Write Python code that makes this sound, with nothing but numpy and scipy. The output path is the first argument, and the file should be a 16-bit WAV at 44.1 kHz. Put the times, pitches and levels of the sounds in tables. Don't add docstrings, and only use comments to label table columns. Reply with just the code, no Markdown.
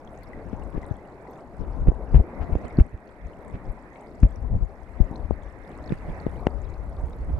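import sys
import numpy as np
from scipy import signal
from scipy.fft import rfft, irfft, next_fast_len
from scipy.io import wavfile
from scipy.ndimage import uniform_filter1d, minimum_filter1d, map_coordinates

SR = 44100
rng = np.random.default_rng(int(sys.argv[2]) if len(sys.argv) > 2 else 0)


def transcribe(signal):
    frames = np.atleast_2d(signal).T
    limited = np.clip(frames, -1, 1)
    pcm = np.round(limited * 32767).astype(np.int16)
    wavfile.write(sys.argv[1], SR, pcm)


N = 325899
T = np.arange(N) / SR
TOP_HZ = 15700


def amp(db):
    return 10 ** (np.asarray(db) / 20)


def unit(x):
    return x / np.sqrt(np.mean(x ** 2) + 1e-20)


def curves(rows):
    s, *cols = np.transpose(rows)
    return [np.interp(T, s, c) for c in cols]


def wobble(rate):
    knots = rng.standard_normal(int(N * rate / SR) + 4)
    return map_coordinates(knots, [T * rate], mode="nearest")


def sides(pan_db):
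    left = amp(np.atleast_1d(pan_db))
    return 2 * np.array([left, np.ones_like(left)]) / (1 + left)


def colour(x, points):
    n = x.shape[-1]
    size = next_fast_len(n + 4096)
    hz, db = np.transpose(points)
    log_hz = np.log(np.fft.rfftfreq(size, 1 / SR) + 1)
    gain = amp(np.interp(log_hz, np.log(hz), db))
    return irfft(rfft(x, size) * gain, size)[..., :n]


def pair(alike, size=N):
    mid, side = rng.standard_normal((2, size))
    turn = np.arccos(np.clip(alike, -1, 1)) / 2
    return np.cos(turn) * mid + np.sin(turn) * np.array([side, -side])


def patchy(x, depth_db):
    z = signal.stft(x, nperseg=512)[2]
    field = rng.standard_normal(z.shape[1:])
    field = uniform_filter1d(field, size=4, axis=0)
    field = uniform_filter1d(field, size=9, axis=1)
    return signal.istft(z * amp(depth_db * unit(field)), nperseg=512)[1][:, :N]


def add(track, s, sound):
    start = max(round(s * SR), 0)
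    part = track[:, start:start + sound.shape[1]]
    part += sound[:, :part.shape[1]]


def bubbles(s, size, hz, cycles, pan_db, rise):
    step = np.arange(640)
    turns = hz[:, None] * step / SR
    age = turns / cycles[:, None]
    swell = np.exp(-age) * (1 - np.exp(-turns))
    tone = np.sin(2 * np.pi * turns * (1 + rise * np.minimum(age, 10) / 2))
    ring = size[:, None] * swell * tone
    where = ((s * SR).astype(int)[:, None] + step).ravel()
    return np.array([np.bincount(where, (ring * g[:, None]).ravel(), N)[:N] for g in sides(pan_db)])


def swarm(count, hz, octaves, cycles, scatter_db, pan_db):
    when, strength = rng.random((count, 2)).T
    pitch, life, place = rng.standard_normal((count, 3)).T
    size = amp(-scatter_db * np.log(strength + .03))
    pitches = np.minimum(hz * 2 ** (octaves * pitch), TOP_HZ)
    lives = cycles * np.exp(life / 3)
    return unit(bubbles(when * N / SR, size, pitches, lives, pan_db + 3 * place, rise=0.051))


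# (time [s], rush [dB], splash [dB], fizz [dB])
WATER_FLOW = [(0.0, -49.5, -66, -77), (0.3, -46, -58.5, -77.0), (0.62, -46, -64.5, -75),
              (0.87, -44, -62, -77), (1.45, -47, -66.5, -77.5), (2.02, -45, -64, -77.5),
              (2.35, -42.0, -58.5, -76.5), (2.75, -45.5, -57.5, -74.5), (2.86, -51.5, -62.5, -81),
              (3.35, -50, -62.5, -77.5), (3.58, -47, -59, -77), (4.18, -49.5, -63, -76.5),
              (4.5, -53.5, -67.5, -79.5), (5.1, -46, -61, -75), (5.45, -49.5, -61, -78),
              (6.08, -45.5, -56.5, -71.5), (6.65, -47.5, -63.5, -76.0), (7.3, -51.5, -63, -74.5)]
# (frequency [Hz], relative level [dB])
RUSH_TONE = [(40, -7), (120, -1), (250, 2), (370, 0), (480, -1.5), (620, -1), (800, -4.5), (1000, -7.5),
             (1250, -14.5), (1600, -20), (2200, -49), (3000, -63), (5000, -78)]
SPLASH_TONE = [(600, -28.5), (1200, -1.5), (1600, -2), (2000, 1.5), (2350, -7), (2650, -14), (3000, -27),
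               (4000, -31.5), (8000, -59)]
FIZZ_TONE = [(1000, -14.5), (2800, 0.5), (4000, 2.5), (6000, -2.5), (10000, -3), (12500, -8),
             (15500, -19.5)]


def stream():
    rush_db, splash_db, fizz_db = curves(WATER_FLOW)
    rush = unit(colour(patchy(pair(alike=0.94), depth_db=2.0), RUSH_TONE)) * sides(0.86)
    burble = swarm(count=2000, hz=645.7, octaves=0.454, cycles=2.44, scatter_db=1.5, pan_db=2.5)
    splash = unit(colour(patchy(pair(alike=-0.23), depth_db=2.5), SPLASH_TONE)) * sides(-11)
    fizz = unit(colour(pair(alike=0.03), FIZZ_TONE)) * sides(1.6)
    body = (rush + amp(-8) * burble) * amp(rush_db + 2.5 + 1.57 * wobble(8.1))
    splashing = splash * amp(splash_db + 2.5 + 1.5 * wobble(6))
    return body + splashing + fizz * amp(fizz_db + 0.86)


GURGLE_DB, TICK_DB, TINKLE_DB = -7.5, -1.5, 0
CLUSTER_HZ, CLUSTER_DB = 13, 4.5
SPURT_S = 0.026
# (time [s], boost [dB])
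BUBBLE_SPURTS = [(.24, 5), (.83, 6.5), (1.72, 7.5), (2.53, 2), (2.66, 3.5), (2.75, 3), (3.55, 1),
                 (5.87, 4.5), (6.6, -1), (6.97, 7.5)]
# (frequency [Hz], relative level [dB])
TICK_TONE = [(2000, -8), (3300, -8.5), (4500, -3.5), (6000, -4.5), (8000, 1), (10300, -0.5), (12500, -5.5),
             (15500, -14.5)]


def riffle():
    _, splash_db, fizz_db = curves(WATER_FLOW)
    spurt_db = sum(db * np.exp(-((T - s) / SPURT_S) ** 2 / 2) for s, db in BUBBLE_SPURTS)
    cluster_db = CLUSTER_DB * np.tanh(wobble(CLUSTER_HZ)) + spurt_db
    gurgle = swarm(count=2000, hz=1950, octaves=.22, cycles=6, scatter_db=5, pan_db=13)
    bursts = swarm(count=2400, hz=7800, octaves=.5, cycles=1.6, scatter_db=7, pan_db=19)
    tinkle = swarm(count=2000, hz=4300, octaves=.42, cycles=6, scatter_db=5.5, pan_db=16)
    ticks = unit(colour(bursts, TICK_TONE))
    spray = amp(TICK_DB) * ticks + amp(TINKLE_DB) * tinkle
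    gurgling = gurgle * amp(splash_db + GURGLE_DB + 0.77 * cluster_db)
    return gurgling + spray * amp(fizz_db + cluster_db)


PLINK_PAN_DB, PLINK_CYCLES = 18.5, 7.3
# (time [s], level before a common lift [dB], starting pitch [Hz])
CLEAR_PLINKS = [(.075, -51, 3280), (.225, -48, 2030), (.239, -57, 4760), (0.333, -39, 1940),
                (.623, -53.5, 2740), (.636, -54, 8000), (.83, -42.5, 1970), (1.27, -48.5, 1940),
                (1.31, -51, 13300), (2.477, -50, 1960), (2.708, -44.5, 2160), (2.771, -48, 4380),
                (3.334, -57, 2920), (3.958, -46.5, 2160), (4.359, -51.5, 5670), (5.158, -44, 4050),
                (5.841, -52, 4220), (5.861, -52, 5160), (5.877, -49, 4300), (5.894, -47, 3520),
                (6.201, -49, 4350), (6.506, -58, 4560), (6.618, -55, 6550), (7.132, -54.5, 3720)]


def plinks():
    s, db, hz = np.transpose(CLEAR_PLINKS)
    each = np.ones(len(s))
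    return bubbles(s, amp(db + 4), hz, PLINK_CYCLES * each, PLINK_PAN_DB * each, rise=0.016)


GUST_RISE, GUST_FALL = 0.93, 0.88
# (time [s], thump level [dB], spread before rise and fall factors [s], left-right [dB], hiss level [dB])
EDDY_HITS = [(.533, -35, 0.021, 15, -61.5), (.776, -26.5, 0.01, 6, -53.5), (0.915, -25, 0.0046, 29, -67),
             (1.627, -29, .03, 12, -66), (1.715, -31, 0.032, 6, -68), (1.819, -19.5, 0.015, 6.5, -70),
             (1.887, -7, 0.011, 0, -51), (2.162, -7.5, 0.02, 8.5, -51), (2.203, -11.5, 0.0085, 4, -65.5),
             (2.424, -24, 0.013, 11.5, -51.5), (2.531, -16.5, 0.007, 8, -53),
             (2.561, -17.5, 0.0088, -2.5, -63), (2.651, -39, .012, -3, -55), (2.805, -6.5, 0.012, 0.5, -53),
             (2.944, -29.5, 0.0094, -3, -67.5), (3.262, -31.5, 0.032, 10, -86),
             (3.549, -29, 0.012, 4, -54.5), (3.692, -27, 0.023, 8, -76), (4.249, -8.5, 0.015, 3.5, -60),
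             (4.544, -17.5, 0.026, 6, -70), (4.629, -20, 0.019, 7.5, -79), (5.013, -11, 0.0069, 28, -67.5),
             (5.048, -30, 0.022, 18, -66), (5.249, -26, .0086, 10, -60), (5.315, -27, 0.015, 23, -66),
             (5.929, -36.5, 0.033, -5, -55), (6.098, -28.5, 0.025, -2, -58.5),
             (6.281, -28.5, 0.014, 1, -62), (7.042, -23.5, 0.015, -12, -77)]
# (frequency [Hz], relative level [dB])
THUMP_TONE = [(10, -28.5), (28, -3.5), (48, 0), (70, -6), (120, -14.5), (180, -21), (330, -35), (700, -40),
              (1400, -68.5), (4000, -104)]
HISS_TONE = [(100, -10.5), (400, -3.5), (800, -6), (1400, 8.5), (2500, 5), (3500, -8.5), (5500, -16.5),
             (9000, -37), (15000, -42)]


def gusts():
    out = np.zeros((2, N))
    size = SR // 5
    t = (np.arange(size) - size / 2) / SR
    for s, db, spread, pan_db, hiss_db in EDDY_HITS:
        spreads = spread * np.where(t < 0, GUST_RISE, GUST_FALL)
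        swell = np.exp(-(t / spreads) ** 2 / 2)
        thump = unit(swell * colour(pair(alike=0.68, size=size), THUMP_TONE))
        hiss = unit(swell * colour(pair(alike=0.25, size=size), HISS_TONE))
        hit = amp(db) * thump + amp(hiss_db) * hiss
        loudness = np.sqrt(np.mean(swell ** 2))
        add(out, s + t[0], hit * loudness * sides(pan_db))
    return out


CRACK_MS = 1.21
# (time [s], spike level [dB], width [ms], left-right [dB], crack level [dB])
PORT_SNAPS = [(.531, -19, 0.6, 11, -46), (0.5355, -17, 0.82, 19, -60), (.779, -15.5, .51, 2, -57),
              (0.9127, -18.5, 0.91, 35, -70), (1.873, -15.5, 0.35, 13, -46), (1.888, -7, 0.63, -8, -42),
              (1.919, -18, 0.32, 19, -59), (2.146, -11, .37, 2, -39), (2.155, -6, 1.44, -4, -35.5),
              (2.195, -24, 0.99, 9, -60), (2.5545, -11.5, 0.37, -1, -39), (2.788, 1, 0.77, -1, -32.5),
              (2.8, -13, .98, 14, -32.5), (4.2326, -2.5, 1.07, 7, -30.5), (5.0036, -10, 0.83, 17, -46),
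              (5.113, -20, .9, 13, -64), (5.129, -26, 0.45, 11, -61), (5.3095, -8, 0.33, 19, -60),
              (5.907, -19, 0.61, 28, -54), (5.923, -10, .59, -8, -33.5), (5.929, -15, 0.97, 12, -54),
              (6.267, -9, 0.46, 14, -40), (6.4695, 0.5, 0.31, 12.5, -21.5)]
# (frequency [Hz], relative level [dB])
CRACK_TONE = [(100, -6.5), (500, 9), (1500, 5), (2500, 1), (3200, -8), (4000, -19), (7000, -21),
              (11000, -34), (15000, -41)]


def pops(bass_hz=60, rebound=0.21):
    out = np.zeros((2, N))
    t = np.arange(-SR // 20, SR // 20) / SR
    ms = 1000 * t
    for s, db, width_ms, pan_db, crack_db in PORT_SNAPS:
        u = ms / width_ms
        spike = (1 - rebound * u) * np.exp(-u ** 2 / 2)
        noise = unit(colour(pair(alike=.6, size=len(t)), CRACK_TONE))
        crack = noise * np.exp(-(ms / CRACK_MS) ** 2)
        add(out, s + t[0], (amp(db) * spike + amp(crack_db) * crack) * sides(pan_db))
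    return signal.sosfilt(signal.butter(2, bass_hz, "high", fs=SR, output="sos"), out)


STIR_LEAD_S, STIR_TRAIL_S = 0.045, 0.028


def stirred(s, db, pan_db):
    lag = T - s[:, None]
    near = np.exp(-np.abs(lag) / np.where(lag < 0, STIR_LEAD_S, STIR_TRAIL_S))
    return (sides(pan_db) * amp(db)) @ near


STIR_RUMBLE_DB, STIR_FLUTTER_DB = -23, 16.5
BREEZE_DB, BREEZE_FLUTTER_DB = 0, -17
# (time [s], strength [dB], left-right [dB])
BREEZE = [(0.0, -49, 12), (0.25, -43.5, 5), (0.7, -38.5, 22), (1.3, -61, 9), (1.52, -48.5, 20),
          (1.7, -33.5, 20), (2.3, -44.5, 7), (3.05, -54.5, 13), (3.6, -47, 24), (3.95, -58.5, 12),
          (4.45, -29.5, 7.5), (4.75, -45.5, 16), (5.2, -37.5, 12), (5.6, -43.5, 10.0), (6.1, -38.5, 1),
          (6.65, -31.5, 17.5), (7.05, -35, -3), (7.3, -24.5, -2)]
# (frequency [Hz], relative level [dB])
BUFFET_TONE = [(10, -8), (28, 0), (55, 7), (90, -3.5), (130, -11.5), (200, -26), (400, -42), (1000, -78),
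               (3000, -93.5)]
VORTEX_TONE = [(40, -3.5), (110, -4), (180, -1.5), (300, -7), (600, -16), (1000, -20.5), (2500, -48.5),
               (6000, -79)]


def wind():
    breeze_db, breeze_pan_db = curves(BREEZE)
    s, thump_db, _, pan_db, hiss_db = np.transpose(EDDY_HITS)
    breeze = amp(breeze_db) * sides(breeze_pan_db)
    rumble = np.hypot(amp(BREEZE_DB) * breeze, stirred(s, thump_db + STIR_RUMBLE_DB, pan_db))
    stirred_flutter = stirred(s, hiss_db + STIR_FLUTTER_DB, pan_db + 2.5)
    flutter = np.hypot(amp(BREEZE_FLUTTER_DB) * breeze, stirred_flutter)
    buffeting = unit(colour(pair(alike=0.75), BUFFET_TONE))
    vortices = unit(colour(pair(alike=0.12), VORTEX_TONE))
    rumble = rumble * amp(1.17 * wobble(5.7)) * buffeting
    flutter = flutter * amp(5.4 * np.array([wobble(35), wobble(51)])) * vortices
    return rumble + flutter


def scene():
    return stream() + riffle() + plinks() + gusts() + pops() + wind()


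def record(dry, ceiling=1.0, hold_s=0.011):
    hold = max(int(hold_s * SR), 2)
    needed = np.minimum(1, ceiling / (np.abs(dry) + 1e-9))
    gain = uniform_filter1d(minimum_filter1d(needed, hold), hold)
    limited = dry * gain
    return signal.sosfilt(signal.ellip(10, .1, 80, TOP_HZ, fs=SR, output="sos"), limited)


dry = scene()
out = record(dry)
transcribe(out)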